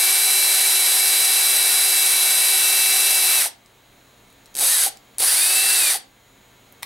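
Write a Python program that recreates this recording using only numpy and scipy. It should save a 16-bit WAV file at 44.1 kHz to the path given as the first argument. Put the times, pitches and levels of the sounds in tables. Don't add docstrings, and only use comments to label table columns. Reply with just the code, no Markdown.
import sys
import numpy as np
from scipy import signal
from scipy.fft import rfft, irfft, next_fast_len
from scipy.io import wavfile
from scipy.ndimage import uniform_filter1d, map_coordinates

SR = 44100
rng = np.random.default_rng(int(sys.argv[2]) if len(sys.argv) > 2 else 0)


def master(y):
    cut = np.clip(np.atleast_2d(y).T, -1, 1)
    pcm = np.round(cut * 32767)
    wavfile.write(sys.argv[1], SR, pcm.astype(np.int16))


N = 302481


def amp(db):
    return np.exp(np.asarray(db) * np.log(10) / 20)


def unit(x):
    return x / np.sqrt(np.mean(x ** 2) + 1e-20)


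def along(points, hz):
    freqs, values = np.transpose(points)
    return np.interp(np.log(hz + 1), np.log(freqs + 1), values)


def wobble(rate_hz):
    at = np.linspace(0, N, 4096)
    knots = rng.standard_normal(int(N * rate_hz / SR) + 4)
    return np.interp(np.arange(N), at, map_coordinates(knots, [at * rate_hz / SR]))


def filtered(x, response):
    size = next_fast_len(N + SR // 2)
    return irfft(rfft(x, size) * response(np.fft.rfftfreq(size, 1 / SR)), size)[..., :N]


def resonance(f, hz, width_hz):
    return 1j * f * width_hz / (hz * hz - f * f + 1j * f * width_hz)


def burst(start_s, t60_s):
    age = np.arange(SR // 10) / SR
    puff = amp(-60 * age / t60_s) * rng.standard_normal(len(age))
    return np.pad(puff, (round(start_s * SR), N))[:N]


FULL_HZ = 381.6
MESH = 10.4
# start_s, squeeze_s, release_s, brake_s
TRIGGER_PULLS = [(-1.0, .03, 3.36, 3.394), (4.552, .092, 4.707, 4.843), (5.183, .025, 5.758, 5.896)]

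def motor(spin_up_s=.0975, coast_hz_per_s=370, brake_hz_per_s=3300, chop_hz=142, first_duty=.25):
    rested_hz, sag_s = 5.5, 1.3
    grab_s = .02
    t = np.arange(N) / SR
    step = 1 / (spin_up_s * SR)
    since = lambda s: np.maximum(t - s, 0)
    speed, strain, braking = np.zeros((3, N))
    for start_s, squeeze_s, release_s, brake_s in TRIGGER_PULLS:
        duty = first_duty + (1 - first_duty) * since(start_s) / squeeze_s
        powered = (t > start_s) & (since(start_s) * chop_hz % 1 < duty)
        target = powered * (FULL_HZ + rested_hz * np.exp(-since(start_s) / sag_s))
        driven = signal.lfilter([step], [1, step - 1], target, zi=target[:1])[0]
        reached = np.interp(np.minimum(t, release_s), t, driven)
        lost = coast_hz_per_s * since(release_s) + brake_hz_per_s * since(brake_s)
        spin = np.maximum(reached - lost, 0)
        speed += spin
        strain += np.maximum(target - driven, 0) * (t < release_s)
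        braking += (spin > 0) * np.minimum(since(brake_s) / grab_s, 1)
    return speed, strain, braking


PLANET_THROBS = [.636, .853]

def tooth_hits(turns, scatter=.3, rub=.92, throb=.11, spread_db=2.5):
    teeth = np.arange(int(turns[-1] * MESH))
    strike_turns = (teeth + scatter * rng.standard_normal(len(teeth))) / MESH
    at = np.interp(strike_turns, turns, np.arange(N)).astype(int)
    sizes = rng.choice([-1, 1], len(teeth)) * amp(spread_db * rng.standard_normal(len(teeth)))
    hits = unit(np.bincount(at, sizes, N))
    hits = filtered(hits, lambda f: np.exp(-2j * np.pi * .3538 * np.sqrt(f / 40)))
    power = np.abs(uniform_filter1d(hits ** 2, SR // 40))
    hits = hits / np.sqrt(power + .32)
    tremolo = 1 + throb * sum(np.sin(2 * np.pi * rate * turns) for rate in PLANET_THROBS)
    return tremolo * (hits + rub * rng.standard_normal(N))


# freq_hz, gain_db
HOUSING_EQ = [(100, -61), (230, -31.5), (340, -20.5), (550, -12), (780, -8), (1200, -10.5), (1550, -5.5),
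              (2800, -6), (4500, -2.5), (7000, -4.5), (8200, 1), (11800, 1), (13800, -7.5), (15800, -12.5)]
# [(pitch_hz, width_hz, gain_db), ...]
GRIP_PEAKS = [ (0, [(2230, 130, 5), (3800, 310, 3.5), (5720, 460, 2.5), (8340, 440, 4), (9630, 330, 3),
              (10850, 2100, 3), (11700, 530, 1)]), (2.6, [(2330, 330, 2.5), (3800, 395, 3.5),
              (5800, 400, 4), (8550, 710, 2.5), (9600, 410, 3), (10700, 930, 3.5), (12000, 560, 4)]),
              (4.2, [(1700, 300, -2), (3880, 410, 5.5), (4550, 450, 3.5), (6460, 510, 5.5), (7960, 450, 6),
              (9460, 860, 7.5), (11000, 770, 5), (12800, 660, 7)]), (5.1, [(1697, 280, 0.5), (3870, 470, 2),
              (4700, 520, 4.5), (8200, 500, 1.5), (9280, 690, 7.5), (10500, 460, 8.5), (14800, 700, 5.5)]),
              (5.5, [(1810, 450, 3), (2600, 400, 0), (3870, 550, 3.5), (4580, 550, 5), (8060, 400, 3),
              (9250, 730, 6), (10500, 500, 4.5)])]

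def gear_rattle(speed, strain, turns, max_db=-13, knee_hz=174.6, growl_hz=470):
    hits = tooth_hits(turns)
    rattle = np.zeros(N)
    for (_, peaks), held in zip(GRIP_PEAKS, grip_fades()):
        peaks_db = lambda f: sum(db / (1 + (2 * (f - hz) / width) ** 4) for hz, width, db in peaks)
        rattle += held * unit(filtered(hits, lambda f: amp(along(HOUSING_EQ, f) + peaks_db(f))))
    crawl = np.clip(1 - speed / 220, 0, 1)
    growl = unit(filtered(hits, lambda f: resonance(f, growl_hz, width_hz=500) ** 2))
    rattle += amp(-20) * crawl * growl
    effort = np.abs(speed + .22 * strain)
    swell = 1 - np.exp(-(effort / knee_hz) ** 1.22)
    chatter_db = .62 * wobble(60)
    return rattle * swell * amp(max_db + chatter_db)


def grip_fades():
    current = np.searchsorted([start_s for start_s, _ in GRIP_PEAKS[1:]], np.arange(N) / SR)
    return [uniform_filter1d(1. * (current == k), SR // 8) for k in range(len(GRIP_PEAKS))]


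LEAD_ORDERS = [6, 7, MESH]
# sixth_db, seventh_db, mesh_db
LEAD_LEVELS = [(-29, -30, -24.5), (-30.5, -27, -24.5), (-44, -22.5, -34), (-42, -26.5, -28),
               (-38, -22.5, -28.5)]
LEAD_FLUTTER = [2.2, 1.7, .9]
# cycles_per_turn, level_db
FAINT_PARTIALS = [(1, -41.5), (2, -43.5), (5, -43), (8, -44), (11, -40), (13, -32), (16, -41),
                  (2 * MESH, -39), (21, -41), (22, -36.5), (23, -36.5), (28, -31.5), (30.4, -34),
                  (31, -38.5), (35, -42)]
# pitch_hz, width_hz, gain_db
SHELL_MODE = (765, 50, 0)

def whine(speed, turns, low_cut_hz=300):
    tone = lambda order: np.sqrt(2) * np.sin(2 * np.pi * (order * turns + rng.random()))
    levels_db = np.transpose(LEAD_LEVELS) @ np.array(grip_fades())
    lead = sum(amp(db + flutter_db * wobble(35) + .2 * wobble(3.08)) * tone(order)
               for order, db, flutter_db in zip(LEAD_ORDERS, levels_db, LEAD_FLUTTER))
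    faint = sum(amp(db + wobble(20)) * tone(order) for order, db in FAINT_PARTIALS)
    faint += amp(levels_db[1] - 4) * tone(3 * LEAD_ORDERS[1])
    tones = lead * (speed / FULL_HZ) ** 2.4 + faint * (speed / FULL_HZ) ** 2
    hz, width, db = SHELL_MODE
    low_cut = lambda f: 1 - 1 / (1 + (f / low_cut_hz) ** 8)
    return filtered(tones, lambda f: (1 + amp(db) * resonance(f, hz, width)) * low_cut(f))


# freq_hz, gain_db
FAN_EQ = [(15, -36), (25, -7.5), (70, -7.5), (113, -14), (152, -10), (204, -8), (399, -10.5), (945, -13),
          (1200, -15), (3530, -19), (4040, -19.5), (4870, -27), (6730, -24), (8580, -26.5), (15500, -27.5)]
# pitch_hz, level_db
PRINTER_TONES = [(97, -73), (123.5, -65.5), (2046, -75), (2200, -77), (2476, -78), (3220, -76), (3682, -74),
                 (3965, -71.5), (4129, -71.5), (4457, -78), (6498, -75), (6869, -68.5), (15735, -68.5)]

def printer(air_db=-54.5, drift_db=1.4, waver_rad=.5):
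    t = np.arange(N) / SR
    air = unit(filtered(rng.standard_normal(N), lambda f: amp(along(FAN_EQ, f))))
    hum = np.zeros(N)
    for hz, db in PRINTER_TONES:
        level = amp(db + drift_db * wobble(3.01))
        hum += level * np.sqrt(2) * np.sin(2 * np.pi * hz * t + waver_rad * wobble(13))
    return amp(air_db) * air + hum


def shudder(speed, braking, meet_hz=118, span_hz=34, brake_boost_db=5.5):
    hz, width, _ = SHELL_MODE
    swell = amp(-29) * np.exp(-((speed - meet_hz) / span_hz) ** 2)
    rough_tone = np.sqrt(2) * np.sin(2 * np.pi * hz * np.arange(N) / SR + 2 * wobble(150))
    ring = filtered(swell * rough_tone, lambda f: resonance(f, hz, 6 * width))
    return amp(brake_boost_db * (braking - .5)) * ring


# start_s, peak_db, pitch_hz
CLICK_CUES = [(3.6605, -36, 5560), (4.3024, -45, 9000), (4.327, -45, 9000), (4.4585, -34, 5800),
              (4.464, -39, 5800), (4.543, -30, 6000), (4.972, -27.5, 6500), (5.146, -42, 2100),
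              (5.1838, -7, 9130), (6.7245, -31, 12000)]

def clicks():
    track = np.zeros(N)
    for start_s, peak_db, hz in CLICK_CUES:
        snap = filtered(burst(start_s, t60_s=.0078), lambda f: resonance(f, hz, width_hz=3500))
        track += amp(peak_db) * snap / np.abs(snap).max()
    return track


# start_s, strength_db
KNOCK_CUES = [(6.8248, -29), (6.8298, -16), (6.836, -37), (6.851, -42)]
# pitch_hz, width_hz, gain_db
PART_MODES = [(860, 260, 0.5), (1950, 200, 3.5), (2400, 160, -2), (3800, 400, 2), (4600, 390, -3),
              (5310, 580, -4), (8000, 2100, -7), (11400, 2800, -5.5)]

def knocks():
    blows = sum(amp(db) * burst(start_s, t60_s=.015) for start_s, db in KNOCK_CUES)
    body = lambda f: sum((-1) ** k * amp(db) * resonance(f, hz, width)
                         for k, (hz, width, db) in enumerate(PART_MODES))
    return amp(-3) * np.std(blows) * unit(filtered(blows, body))


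# freq_hz, t60_s
ROOM_DECAY = [(200, 0.32), (1000, 0.28), (5000, 0.23), (14000, 0.11)]
# freq_hz, side_minus_mid_db
ROOM_WIDTH = [(60, -26), (250, -9.5), (600, -1), (1500, 1), (4000, -3.5), (8000, -7.5), (12000, -31)]

def room(x, wet_db):
    hz, t, noise = signal.stft(rng.standard_normal((2, SR // 2)), SR, nperseg=256)
    decay = amp(-60 * t / along(ROOM_DECAY, hz)[:, None])
    tail = signal.istft(noise * decay, SR, nperseg=256)[1]
    tail /= np.linalg.norm(tail[0])
    predelayed = np.pad(x, (SR // 300, 0))
    mid, side = signal.fftconvolve(predelayed[None], tail, axes=1)[:, :N]
    side = filtered(side, lambda f: amp(along(ROOM_WIDTH, f)))
    return x + amp(wet_db) * np.array([mid + side, mid - side])


def gain_control(x, ceiling_db=-16, recover_db_per_s=7.5):
    power = np.abs(uniform_filter1d(np.mean(x ** 2, axis=0), SR // 25)) + 1e-12
    excess_db = np.maximum(10 * np.log10(power) - ceiling_db, 0)
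    creep_db = recover_db_per_s * np.arange(N) / SR
    return x * amp(creep_db - np.maximum.accumulate(excess_db + creep_db))


def scene():
    speed, strain, braking = motor()
    slack = np.clip(1 - speed / FULL_HZ, 0, 1)
    speed = speed * (1 + .0003 * wobble(14) + .018 * slack * wobble(120))
    turns = np.cumsum(speed) / SR
    slack_db = 5 * np.sqrt(slack) * (wobble(70) - 1)
    shake = shudder(speed, braking)
    return (room(gear_rattle(speed, strain, turns) + shake, wet_db=-11.5)
            + room(amp(slack_db) * whine(speed, turns), wet_db=-13.5)
            + room(clicks() + knocks() + printer(), wet_db=-9.5))


def record(dry, peak_limit=.68, top_hz=15850):
    held = gain_control(dry)
    rounded = held / (1 + (held / peak_limit) ** 8) ** (1 / 8)
    return filtered(rounded, lambda f: 1 / (1 + (f / top_hz) ** 200))


dry = scene()
out = record(dry)
master(out)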